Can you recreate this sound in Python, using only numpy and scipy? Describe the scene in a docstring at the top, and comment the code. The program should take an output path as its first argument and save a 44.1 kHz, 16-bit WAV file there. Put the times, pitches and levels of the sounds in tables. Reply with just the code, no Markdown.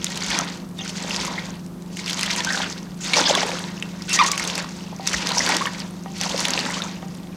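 """Tiled kitchen: a hand kneads shredded wet vegetables in a steel bowl, about one squeeze a second.
Shreds crackle as clumped ringing clicks over shaped noise, and snap as a click with a dying spray.
Air pockets squelch as resonant noise bursts, brine squirts as narrow ones, wet leaves squeak in overtones.
A ring ticks on the steel and wakes its modes; low thumps go through the counter.
An appliance hums in wavering tones over shaped room air, and feedback delays give the tiled echo."""
import sys
import numpy as np
from scipy import signal
from scipy.fft import rfft, irfft
from scipy.io import wavfile
from scipy.ndimage import uniform_filter1d

SR = 44100
rng = np.random.default_rng(int(sys.argv[2]) if len(sys.argv) > 2 else 0)


def generate_wav(sig):
    """Save sig (samples, or channels by samples) to the path in sys.argv[1] as 16-bit PCM at SR."""
    pcm = np.round(np.clip(np.atleast_2d(sig).T, -1, 1) * 32767).astype(np.int16)
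    wavfile.write(sys.argv[1], SR, pcm)


N = 324620  # length in samples
FIRM_DB = -30  # crackle level that counts as firm pressure


def from_db(db):
    """Turn dB into gain."""
    return 10 ** (np.asarray(db) / 20)


def rms_one(x):
    """Scale to rms 1."""
    return x / np.sqrt(np.mean(x ** 2) + 1e-20)


def at_hz(points, hz):
    """Read a spectrum in dB on a log-frequency axis."""
    points_hz, points_db = np.array(points).T[:2]
    return np.interp(np.log(hz), np.log(points_hz), points_db)


def drift(rate_hz):
    """Slow chance: noise at a reduced rate through a double one-pole low-pass; spread 1."""
    step = 40  # samples between drawn points
    r = np.exp(-2 * np.pi * rate_hz * step / SR)
    noise = rng.standard_normal(N // step + 2002)
    slow = signal.lfilter([1], [1, -2 * r, r * r], noise)[2000:]
    return np.interp(np.arange(N) / step, np.arange(len(slow)), rms_one(slow))


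def ring(clicks, hz, t60):
    """A resonance: a unit click starts a sine of height 1 that falls 60 dB in t60 seconds."""
    r = from_db(-60 / (t60 * SR))
    w = 2 * np.pi * hz / SR
    return signal.lfilter([0, np.sin(w)], [1, -2 * r * np.cos(w), r * r], clicks + 1e-18)


def band(x, order, hz, kind):
    """Butterworth filter."""
    return signal.sosfilt(signal.butter(order, hz, kind, fs=SR, output="sos"), x)


def add(out, s, piece):
    """Mix a piece in at time s."""
    i = max(round(s * SR), 0)
    out[i:i + len(piece)] += piece[:N - i]


def colour(x, spectrum):
    """Shape to a spectrum; rms 1."""
    hz = np.maximum(np.fft.rfftfreq(N, 1 / SR), 1)
    return rms_one(irfft(rfft(x) * from_db(at_hz(spectrum, hz)), N))


def scattered(level_db, spread_db, low_hz, high_hz, count):
    """Rows (time [s], level [dB], pitch [Hz]) at random moments, around the level of their moment."""
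    when, pitch = rng.random((count, 2)).T
    db = level_db[(when * N).astype(int)] + spread_db * rng.standard_normal(count)
    return np.transpose([when * N / SR, db, low_hz * (high_hz / low_hz) ** pitch])


def stick_slip(hz, fall_db, wobble, overtones):
    """Slip-and-grab tone: a fundamental with unsteady pitch and overtones falling by fall_db each."""
    phase = 2 * np.pi * np.cumsum(hz * (1 + wobble)) / SR
    return sum(from_db(fall_db * k) * np.sin((k + 1) * phase) for k in range(overtones + 1))


def grains(spectrum, per_s, spread_db, cycles, clump_db, patch_db, noise_share, count=24):
    """Clumped wet clicks, each swelling and dying over several cycles of its pitch, on a noise bed; rms 1."""
    sizes = from_db(spread_db * np.minimum(rng.exponential(1, N), 5)) * rng.choice([-1, 1], N)
    born = rng.random(N) < per_s / SR
    pitches = np.geomspace(spectrum[1][0], spectrum[-2][0], count)
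    dealt = rng.integers(0, count, N)
    rings = np.zeros(N)
    for k, hz in enumerate(pitches):
        # each size of shred comes and goes on its own
        patch = from_db(at_hz(spectrum, hz) + patch_db * drift(17.8))
        once = ring(sizes * born * (dealt == k), hz, cycles / hz)
        rings += patch * hz ** 2 * ring(once, hz, cycles / hz)
    bed = colour(rng.standard_normal(N), spectrum)
    clumps = from_db(clump_db * (drift(39) + 0.73 * drift(22.0)))
    return rms_one(clumps * (np.sqrt(1 - noise_share) * rms_one(rings) + np.sqrt(noise_share) * bed))


# colour of the room air: (frequency [Hz], relative level [dB])
AIR_SPECTRUM = [(16, -53), (28, -8.5), (114, -14.5), (153, -7), (184, -2), (240, -9.5), (296, -8),
                (347, -12.5), (465, -15), (977, -22), (1120, -22.5), (2000, -34), (6080, -37),
                (14600, -41.5), (15800, -49)]
AIR_DB = -40.5  # rms


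def air():
    """Steady room air: noise shaped to a mostly low spectrum."""
    return from_db(AIR_DB) * colour(rng.standard_normal(N), AIR_SPECTRUM)


# motor tones: (frequency [Hz], rms level [dB], waver [dB])
HUM_TONES = [(99.6, -52.5, 1.2), (144.3, -51, 3), (154.6, -51, 2), (176, -37, 0.66), (199.6, -40.5, 1.5),
             (253.3, -49, 0.5), (351, -49.5, 2.5), (14023, -91, .6)]


def hum():
    """Appliance motor: steady tones, each wavering in level and phase."""
    t = np.arange(N) / SR
    out = np.zeros(N)
    for hz, db, waver_db in HUM_TONES:
        level = np.sqrt(2) * from_db(db + waver_db * drift(2.65))
        out += level * np.sin(2 * np.pi * hz * t + 0.31 * waver_db * drift(2.5))
    return out


KITCHEN_T60_S, WALL_CUT_HZ = 0.22, 5000  # decay of the lows, low-pass on each round


def kitchen(x):
    """Tiled echo: eight feedback delays, duller on every round, stepped block by block."""
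    out = np.zeros(N)
    dull = np.exp(-2 * np.pi * WALL_CUT_HZ / SR)
    for k, lag in enumerate((rng.uniform(.012, .04, 8) * SR).astype(int)):
        loop, state = x.copy(), [0.]
        gain = from_db(-60 * lag / SR / KITCHEN_T60_S)
        for i in range(lag, N, lag):
            back, state = signal.lfilter([gain * (1 - dull)], [1, -dull], loop[i - lag:i], zi=state)
            loop[i:i + lag] += back[:N - i]
        out += (loop - x) * (-1) ** k
    return out


# bowl pushed on the counter: (time [s], level [dB])
COUNTER_PUSHES = [(0.279, -46), (1.189, -45), (5.138, -41.5), (6.289, -47)]


def thumps():
    """A soft low push through the counter: a 60 Hz sine that swells and dies."""
    out, t = np.zeros(N), np.arange(6000) / SR
    for s, db in COUNTER_PUSHES:
        swell = t / 0.0057 * np.exp(1 - t / 0.014)
        add(out, s, from_db(db) * swell * np.sin(2 * np.pi * 60 * t))
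    return out


# touches of the ring on the steel: (time [s], knock peak [dB], softness as cut-off [Hz])
STEEL_TICKS = [(.791, -18.5, 6900), (.809, -21, 5000), (3.825, -34, 4660), (4.997, -26, 990),
               (6.06, -25, 1340), (7.028, -27, 1490)]
# ringing modes of the bowl: (frequency [Hz], relative level [dB], decay t60 [s])
BOWL_MODES = [(784, -10, 0.34), (976, -7, 0.032), (1250, -7, 0.033), (1907, -8, 0.17), (2213, -9, 0.063),
              (2720, -13.5, 0.3), (3650, -7.5, 0.05)]


def bowl(kneading):
    """Each touch is a short knock that also rings the steel; all that presses on it rings faintly."""
    knocks = np.zeros(N)
    for s, db, soft_hz in STEEL_TICKS:
        knock = signal.lfilter(*signal.butter(3, [350, soft_hz], "band", fs=SR), np.arange(600) == 0)
        add(knocks, s, from_db(db) * knock / np.abs(knock).max())
    # the wet load damps the lowest ring
    pressing = band(kneading, 2, 900, "high")
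    drive = from_db(-26.0) * knocks + from_db(-46) * pressing
    return knocks + sum(from_db(db) * ring(drive, hz, t60) for hz, db, t60 in BOWL_MODES)


# wet leaves slipping on each other:
# (time [s], length [s], start pitch [Hz], end pitch [Hz], level [dB], fall per overtone [dB])
LEAF_SQUEAKS = [(2.468, 0.031, 1550, 1560, -21, -14), (3.133, 0.019, 2220, 2320, -19, -6),
                (2.303, 0.05, 960, 960, -35, -20), (2.374, 0.035, 960, 990, -30.5, -17),
                (5.608, 0.019, 1010, 1180, -20.5, -18), (4.101, 0.032, 2700, 2770, -26, -6),
                (5.656, 0.032, 1200, 1000, -29.5, -5)]


def squeaks():
    """Short stick-slip between wet leaves: gliding tones with unsteady pitch and grip."""
    out, wobble, grip = np.zeros(N), drift(150), drift(200)
    for s, length, start_hz, end_hz, db, fall_db in LEAF_SQUEAKS:
        n, i = round(length * SR), round(s * SR)
        glide_hz = np.linspace(start_hz, end_hz, n)
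        tone = stick_slip(glide_hz, fall_db, .022 * wobble[i:i + n], overtones=3)
        add(out, s, from_db(db + 2.5 * grip[i:i + n]) * signal.windows.tukey(n, .25) * tone)
    return out


# a leaf dragged under the palm: (time [s], pitch [Hz], level [dB], fall per overtone [dB])
PALM_SQUEAK = [(4.188, 1180, -30, -4), (4.191, 1186, -11.5, -2), (4.205, 1235, -7.5, -6),
               (4.213, 1126, -9.5, -11.5), (4.226, 930, -14, -5), (4.236, 1007, -22, -20),
               (4.254, 1084, -18.5, -20), (4.264, 1093, -35, -20), (4.31, 1160, -30, -20),
               (4.365, 1095, -34, -20)]


def long_squeak():
    """The same stick-slip, held while pitch and grip change."""
    out = np.zeros(N)
    s, *columns = np.transpose(PALM_SQUEAK)
    t = np.arange(s[0], s[-1], 1 / SR)
    hz, db, fall_db = [np.interp(t, s, column) for column in columns]
    tone = stick_slip(hz, fall_db, .03 * drift(250)[:len(t)], overtones=4)
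    add(out, s[0], from_db(db + 3 * drift(200)[:len(t)]) * tone)
    return out


# narrow noise bursts: brine squirts, and a low two-note squelch near 3.17 s:
# (time [s], length [s], centre [Hz], width [Hz], level [dB])
NARROW_BURSTS = [(0.787, 0.018, 3650, 250, -32), (0.793, .022, 2760, 150, -36),
                 (0.808, 0.014, 3220, 400, -33), (3.162, 0.029, 567, 155, -22.5),
                 (3.168, 0.026, 1010, 250, -21.5), (2.498, 0.056, 1700, 350, -32),
                 (0.808, 0.029, 6300, 500, -39), (3.003, 0.061, 6570, 2000, -34.5),
                 (3.133, 0.01, 3770, 1200, -15), (3.164, 0.024, 5600, 1510, -19),
                 (3.251, 0.028, 3480, 696, -21.5), (3.255, 0.021, 4900, 800, -20),
                 (3.278, 0.033, 6000, 1810, -23), (4.128, 0.022, 6140, 2490, -19),
                 (4.147, 0.021, 6000, 2500, -18.5), (4.14, 0.059, 1930, 250, -29.5),
                 (4.271, 0.02, 6450, 2500, -24.5), (5.129, 0.024, 5930, 2500, -24)]


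def narrow_bursts():
    """Squirts and one low squelch: rough noise through one resonance, taken twice."""
    out = np.zeros(N)
    noises = rng.standard_normal((len(NARROW_BURSTS), 3000))
    for (s, length, hz, width_hz, db), noise in zip(NARROW_BURSTS, noises):
        n, t60 = round(length * SR), 1.98 / width_hz
        burst = rms_one(ring(ring(noise, hz, t60), hz, t60)[300:300 + n])  # skip the build-up
        add(out, s, from_db(db) * signal.windows.tukey(n, .25) * burst)
    return out


# air pockets pressed out of the brine: (time [s], relative level [dB], pitch [Hz])
AIR_POCKETS = [(0.336, -24, 969), (0.356, -20, 988), (0.397, -13.5, 1310), (0.416, -17, 955),
               (1.188, -19, 980), (1.232, -26, 1030), (1.276, -19, 1070), (1.31, -18, 990),
               (1.378, -13.5, 2120), (2.232, -18, 2000), (2.401, -16.5, 1800), (2.502, -12, 1840),
               (2.544, -10.5, 1710), (2.57, -15, 1500), (2.602, -16, 1680), (2.63, -19.5, 1450),
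               (2.66, -21, 1500), (3.2, -12, 555), (3.209, -15, 970), (3.255, -19, 560), (3.304, -4.5, 552),
               (3.294, -1, 784), (3.33, -17, 560), (3.356, -12, 1090), (3.4, -12, 550), (3.373, -10, 667),
               (3.428, -6, 765), (3.447, -9, 476), (3.49, -13, 555), (3.53, -17, 540), (4.284, -16, 1200),
               (4.4, -17, 1250), (4.925, -23, 890), (5.138, -7.5, 2020), (5.285, -19, 533),
               (5.31, -12, 1020), (5.367, -15, 940), (5.404, -12, 1980), (5.494, -7.5, 920),
               (5.52, -18, 930), (5.545, -16, 980), (5.652, -19, 1130), (5.669, -16.5, 1810),
               (6.209, -25, 820), (6.257, -14, 960), (6.342, -13, 576), (6.46, -19, 950), (6.55, -17, 940),
               (6.571, -18.5, 528), (6.64, -21, 510), (6.661, -18, 1960), (6.702, -15, 1930),
               (6.72, -21, 1400), (6.767, -16, 1250), (6.8, -21, 1450), (6.86, -27, 1350)]
SQUELCH_SCALE_S = 0.012  # time scale of the burst
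SMALL_SQUELCH_OVER_DB, SMALL_SQUELCH_SPREAD_DB = 8.5, 3.0  # random pockets, relative to the squish


def squelches(squish_db):
    """Escaping air flutters: a burst of noise in a wet cavity, some of it near one note."""
    out, t = np.zeros(N), np.arange(2600) / SR / SQUELCH_SCALE_S
    shape = np.minimum(t / 0.17, 1) * np.exp(-1.6 * t ** 2)
    small = scattered(squish_db + SMALL_SQUELCH_OVER_DB, SMALL_SQUELCH_SPREAD_DB, 433, 2400, count=60)
    rows = np.vstack([AIR_POCKETS, small])
    for (s, db, hz), noise in zip(rows, rng.standard_normal((len(rows), 2600))):
        wide = ring(noise, hz, 4 / hz)
        note = rms_one(ring(wide, hz, 33.0 / hz))
        flutter = rms_one(ring(wide, hz, 1.1 / hz))
        add(out, s, from_db(db - 10.5) * shape * (note + .5 * flutter))
    return band(out, 3, 430, "high")  # keep all squelches above 430 Hz


# prominent shreds breaking: (time [s], relative level [dB], colour [Hz], treble against colour [dB])
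SHRED_SNAPS = [(0.0434, -11, 6640, 11.5), (0.0664, -9, 3680, -21), (0.144, -19, 3530, -8),
               (0.1735, -12.5, 4030, 3), (0.224, -20, 6400, -11), (0.388, -11, 6300, 10),
               (0.8926, -16.5, 4680, -2), (1.1075, -8, 2880, -22), (1.1443, -8, 3450, -17),
               (1.1617, -3, 4930, -30), (1.1912, -13.5, 2330, -11), (1.277, -18, 6420, -13),
               (1.9693, -12, 3350, -5), (2.0602, -12, 4960, -12), (2.0782, -7.5, 3380, -8),
               (2.0959, -5.5, 3180, -10), (2.1077, -6, 4060, -16), (2.13, -1.5, 4650, -23),
               (2.1923, -7, 3360, -3), (2.2103, -10, 4400, 4.5), (2.2308, -8, 2780, 4),
               (2.2613, -19, 4010, 9), (2.3054, -9, 4400, -9), (2.3332, -7.5, 4800, -11),
               (2.3616, -7.5, 2390, -0.5), (2.4039, -5.5, 3570, -15), (2.4468, -6.5, 6000, -3),
               (2.575, -10, 3800, -21), (2.6173, -8, 3200, -28), (2.642, -11, 3020, -20),
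               (2.7212, -22, 4450, 0), (2.7784, -20.5, 3900, -4), (3.1343, -3, 2450, -9),
               (3.1687, -8.5, 5240, -3), (3.2036, -10, 3600, 0), (3.2905, -7, 4850, -9),
               (3.3505, -3, 3630, 0), (3.3826, -4, 2230, -22), (3.4305, -14, 2600, -16),
               (3.586, -13, 3250, -23), (3.5159, -10.5, 2600, -29), (3.8242, -7.5, 2720, -13),
               (4.0208, -16, 5330, -8), (4.0943, -28, 2740, 18.5), (4.13, -3, 6470, -8),
               (4.1901, 3, 2430, -23), (4.263, -7.5, 6320, -5), (4.3156, -2.5, 6700, 0),
               (4.377, -5.5, 2740, -1), (4.3965, -7, 2120, -1), (4.4747, -6, 6450, -17),
               (4.499, -10, 3670, -13), (4.5533, -6.5, 5050, -11), (4.5785, -13.5, 2500, 6),
               (5.073, -0.5, 5630, -4.5), (5.1323, -6, 2490, -9), (5.2702, -5.5, 5300, -12),
               (5.2901, -8, 4200, -1), (5.3175, -6, 4170, -12), (5.3806, -1, 5540, -26),
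               (5.463, -2, 4450, -15), (5.4905, -4, 2210, 2.5), (5.5199, -5.5, 2200, -15),
               (5.5447, -7.5, 3050, -9), (5.5667, -8.5, 4630, 7.5), (5.8012, -12, 5150, -30),
               (6.2118, -7.5, 5670, -1), (6.2346, -9, 3340, -2), (6.2936, -11, 5150, -10),
               (6.3774, -12, 5390, -2), (6.4038, -14, 4590, 10), (6.4521, -1.5, 3770, -5),
               (6.4827, -12, 5830, 6), (6.5048, -7, 6500, -4), (6.535, -0.5, 4400, -31),
               (6.576, -2.5, 2580, -26), (6.5905, -2, 4480, -38), (6.8195, -7.5, 3800, -22)]
# random smaller breaks: level at firm pressure, share of the pressure's swing, spread, mean treble
SMALL_SNAP_DB, SMALL_SNAP_FOLLOWS, SMALL_SNAP_SPREAD_DB, SMALL_SNAP_TREBLE_DB = -21, 0.62, 3, -6
# spray decay without extra treble; per dB of treble above 0: dB off the decay time, dB onto the click
SNAP_T60_S, CRISP_SHORTENS, CRISP_CLICK_DB = 0.022, 0.52, 0.27


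def snaps(pressure_db):
    """A sharp break: a click and a dying spray of noise around the shred's colour, plus treble."""
    out, t = np.zeros(N), np.arange(1800) / SR
    small_db = SMALL_SNAP_DB + SMALL_SNAP_FOLLOWS * (pressure_db - FIRM_DB)
    small = scattered(small_db, SMALL_SNAP_SPREAD_DB, 2400, 10100, count=190)
    small_treble_db = SMALL_SNAP_TREBLE_DB + 5.0 * rng.standard_normal(len(small))
    rows = np.vstack([SHRED_SNAPS, np.column_stack([small, small_treble_db])])
    # the click comes 1 ms after the spray begins
    impulse = 1. * (np.arange(1800) == round(.001 * SR))
    for (s, db, hz, treble_db), noise in zip(rows, rng.standard_normal((len(rows), 1800))):
        crisp_db, treble = max(treble_db, 0), from_db(treble_db)
        near = rms_one(ring(noise, hz, 17.0 / hz))
        broad = rms_one(ring(noise, 5910, 0.0012))
        decay = from_db(-60 * t / SNAP_T60_S * from_db(CRISP_SHORTENS * crisp_db))
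        spray = (near + treble * broad) * decay * np.minimum(t / 0.00091, 1)
        click = ring(impulse, hz, 8.6 / hz) + treble * ring(impulse, 8100, 0.00087)
        snap = from_db(-11.5) * spray + from_db(-4.0 + CRISP_CLICK_DB * crisp_db) * click
        add(out, s, from_db(db) * snap)
    return band(out, 2, [1500, 12000], "band")


# colour of the squish: (frequency [Hz], relative level per Hz [dB])
SQUISH_SPECTRUM = [(130, -28), (220, 5.5), (248, 5), (376, -6.5), (545, -2), (732, -7), (931, 0),
                   (1250, -7.5), (1570, -5), (3000, -16), (3900, -10), (6600, -120)]


def squish():
    """Wet mass moving: sparse low grains over a noise bed; rms 1."""
    return grains(SQUISH_SPECTRUM, per_s=700, spread_db=3.5, cycles=7.3,
                  clump_db=0.74, patch_db=1.0, noise_share=0.58)


# colour of the crackle before tilting: (frequency [Hz], relative level per Hz [dB])
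CRACKLE_SPECTRUM = [(760, -60), (1300, -10), (1520, -5.5), (1670, -28), (1890, -3.5), (3860, -5),
                    (4610, -1.5), (5160, -4), (6420, -4), (7050, -9.5), (7740, -12), (15500, -41)]


def crackle(tilt_db):
    """Shreds breaking finely: dense bright grains, the top tilted against the bottom."""
    flat = grains(CRACKLE_SPECTRUM, per_s=2500, spread_db=5.0, cycles=11.1,
                  clump_db=2.12, patch_db=2.5, noise_share=0.49)
    # finer shreds crackle higher
    top = signal.sosfiltfilt(signal.butter(2, 4600, "high", fs=SR, output="sos"), flat)
    return from_db(tilt_db / 2) * top + from_db(-tilt_db / 2) * (flat - top)


# one list a squeeze, hand pressure as the level of the crackle: (time [s], level [dB])
SQUEEZES = [
    [(0.0, -37.5), (0.116, -33.5), (0.28, -31), (0.358, -25.5), (0.466, -35), (0.568, -43.5), (0.74, -62)],
    [(0.79, -45), (0.844, -37.5), (0.968, -37), (1.058, -32), (1.278, -32), (1.488, -40.5), (1.676, -63)],
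    [(1.9, -52.5), (2.012, -34.5), (2.17, -29.5), (2.434, -29.5), (2.512, -33), (2.568, -26.5),
     (2.694, -36), (2.788, -44)],
    [(2.98, -53.5), (3.058, -30), (3.182, -21.5), (3.246, -26.5), (3.312, -24), (3.404, -27),
     (3.582, -34.5), (3.79, -44.5)],
    [(4.07, -45), (4.09, -28.5), (4.24, -24.5), (4.304, -34), (4.402, -28.5), (4.582, -31), (4.676, -41),
     (4.814, -43.5)],
    [(4.978, -48.5), (5.06, -32), (5.238, -28.5), (5.308, -30), (5.444, -24.5), (5.528, -24.5),
     (5.716, -38), (5.812, -38.5), (5.904, -49.5)],
    [(6.11, -50.5), (6.206, -30), (6.326, -31.5), (6.44, -27.5), (6.644, -30.5), (6.844, -36), (7.01, -48),
     (7.36, -54)],
]
# squish against crackle, one entry a squeeze: (level [dB])
SQUEEZE_WETNESS = [-1, -0.5, -3.5, 0.5, -2, -1, 0]
SOAK_DB, SOAK_S = -9, 0.15  # a squeeze starts drier; brine wells up with this time constant
SQUISH_LAG_S, SQUISH_FOLLOWS = 0.02, 1  # squish trails the pressure; share of its swing
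# crackle tilt: at firm pressure, change per dB of pressure, random waver
BRIGHT_DB, BRIGHT_PER_DB, BRIGHT_WAVER_DB = -1, -0.15, 4


def hand():
    """Levels of crackle and squish and the crackle's tilt in dB, all led by the hand's pressure."""
    t = np.arange(N) / SR
    starts = np.array([rows[0][0] for rows in SQUEEZES])
    s, db = np.vstack(SQUEEZES).T
    pressure_db = np.interp(t, s, db)
    which = np.maximum(np.searchsorted(starts, t, "right") - 1, 0)
    soak_db = SOAK_DB * np.exp(-(t - starts[which]) / SOAK_S)
    wet_db = np.array(SQUEEZE_WETNESS)[which] + soak_db
    trail_db = SQUISH_FOLLOWS * (np.interp(t - SQUISH_LAG_S, s, db) - FIRM_DB)
    squish_db = FIRM_DB + trail_db + uniform_filter1d(wet_db, size=2000)
    tilt_db = BRIGHT_DB + BRIGHT_PER_DB * (pressure_db - FIRM_DB) + BRIGHT_WAVER_DB * drift(12.0)
    return pressure_db, squish_db, tilt_db


def scene():
    """Hand and bowl in the room, over hum and air."""
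    pressure_db, squish_db, tilt_db = hand()
    kneading = from_db(pressure_db) * crackle(tilt_db) + from_db(squish_db) * squish()
    kneading = kneading + snaps(pressure_db) + squelches(squish_db)
    kneading = kneading + squeaks() + long_squeak() + narrow_bursts()
    # keep the kneading above 280 Hz
    kneading = band(kneading, 3, 280, "high")
    near = kneading + bowl(kneading) + thumps()
    background = air() + hum()
    return (near + from_db(-20) * kitchen(near) + background)[None]


def record(dry):
    """The microphone drops the deepest bass, peaks are rounded, the top is cut."""
    dry = band(dry, 3, 36, "high")
    rounded = .95 * np.tanh(dry / .95)
    # 50 dB down from 16.8 kHz up
    return signal.sosfilt(signal.cheby2(12, 50, 16800, fs=SR, output="sos"), rounded)


dry = scene()
out = record(dry)
generate_wav(out)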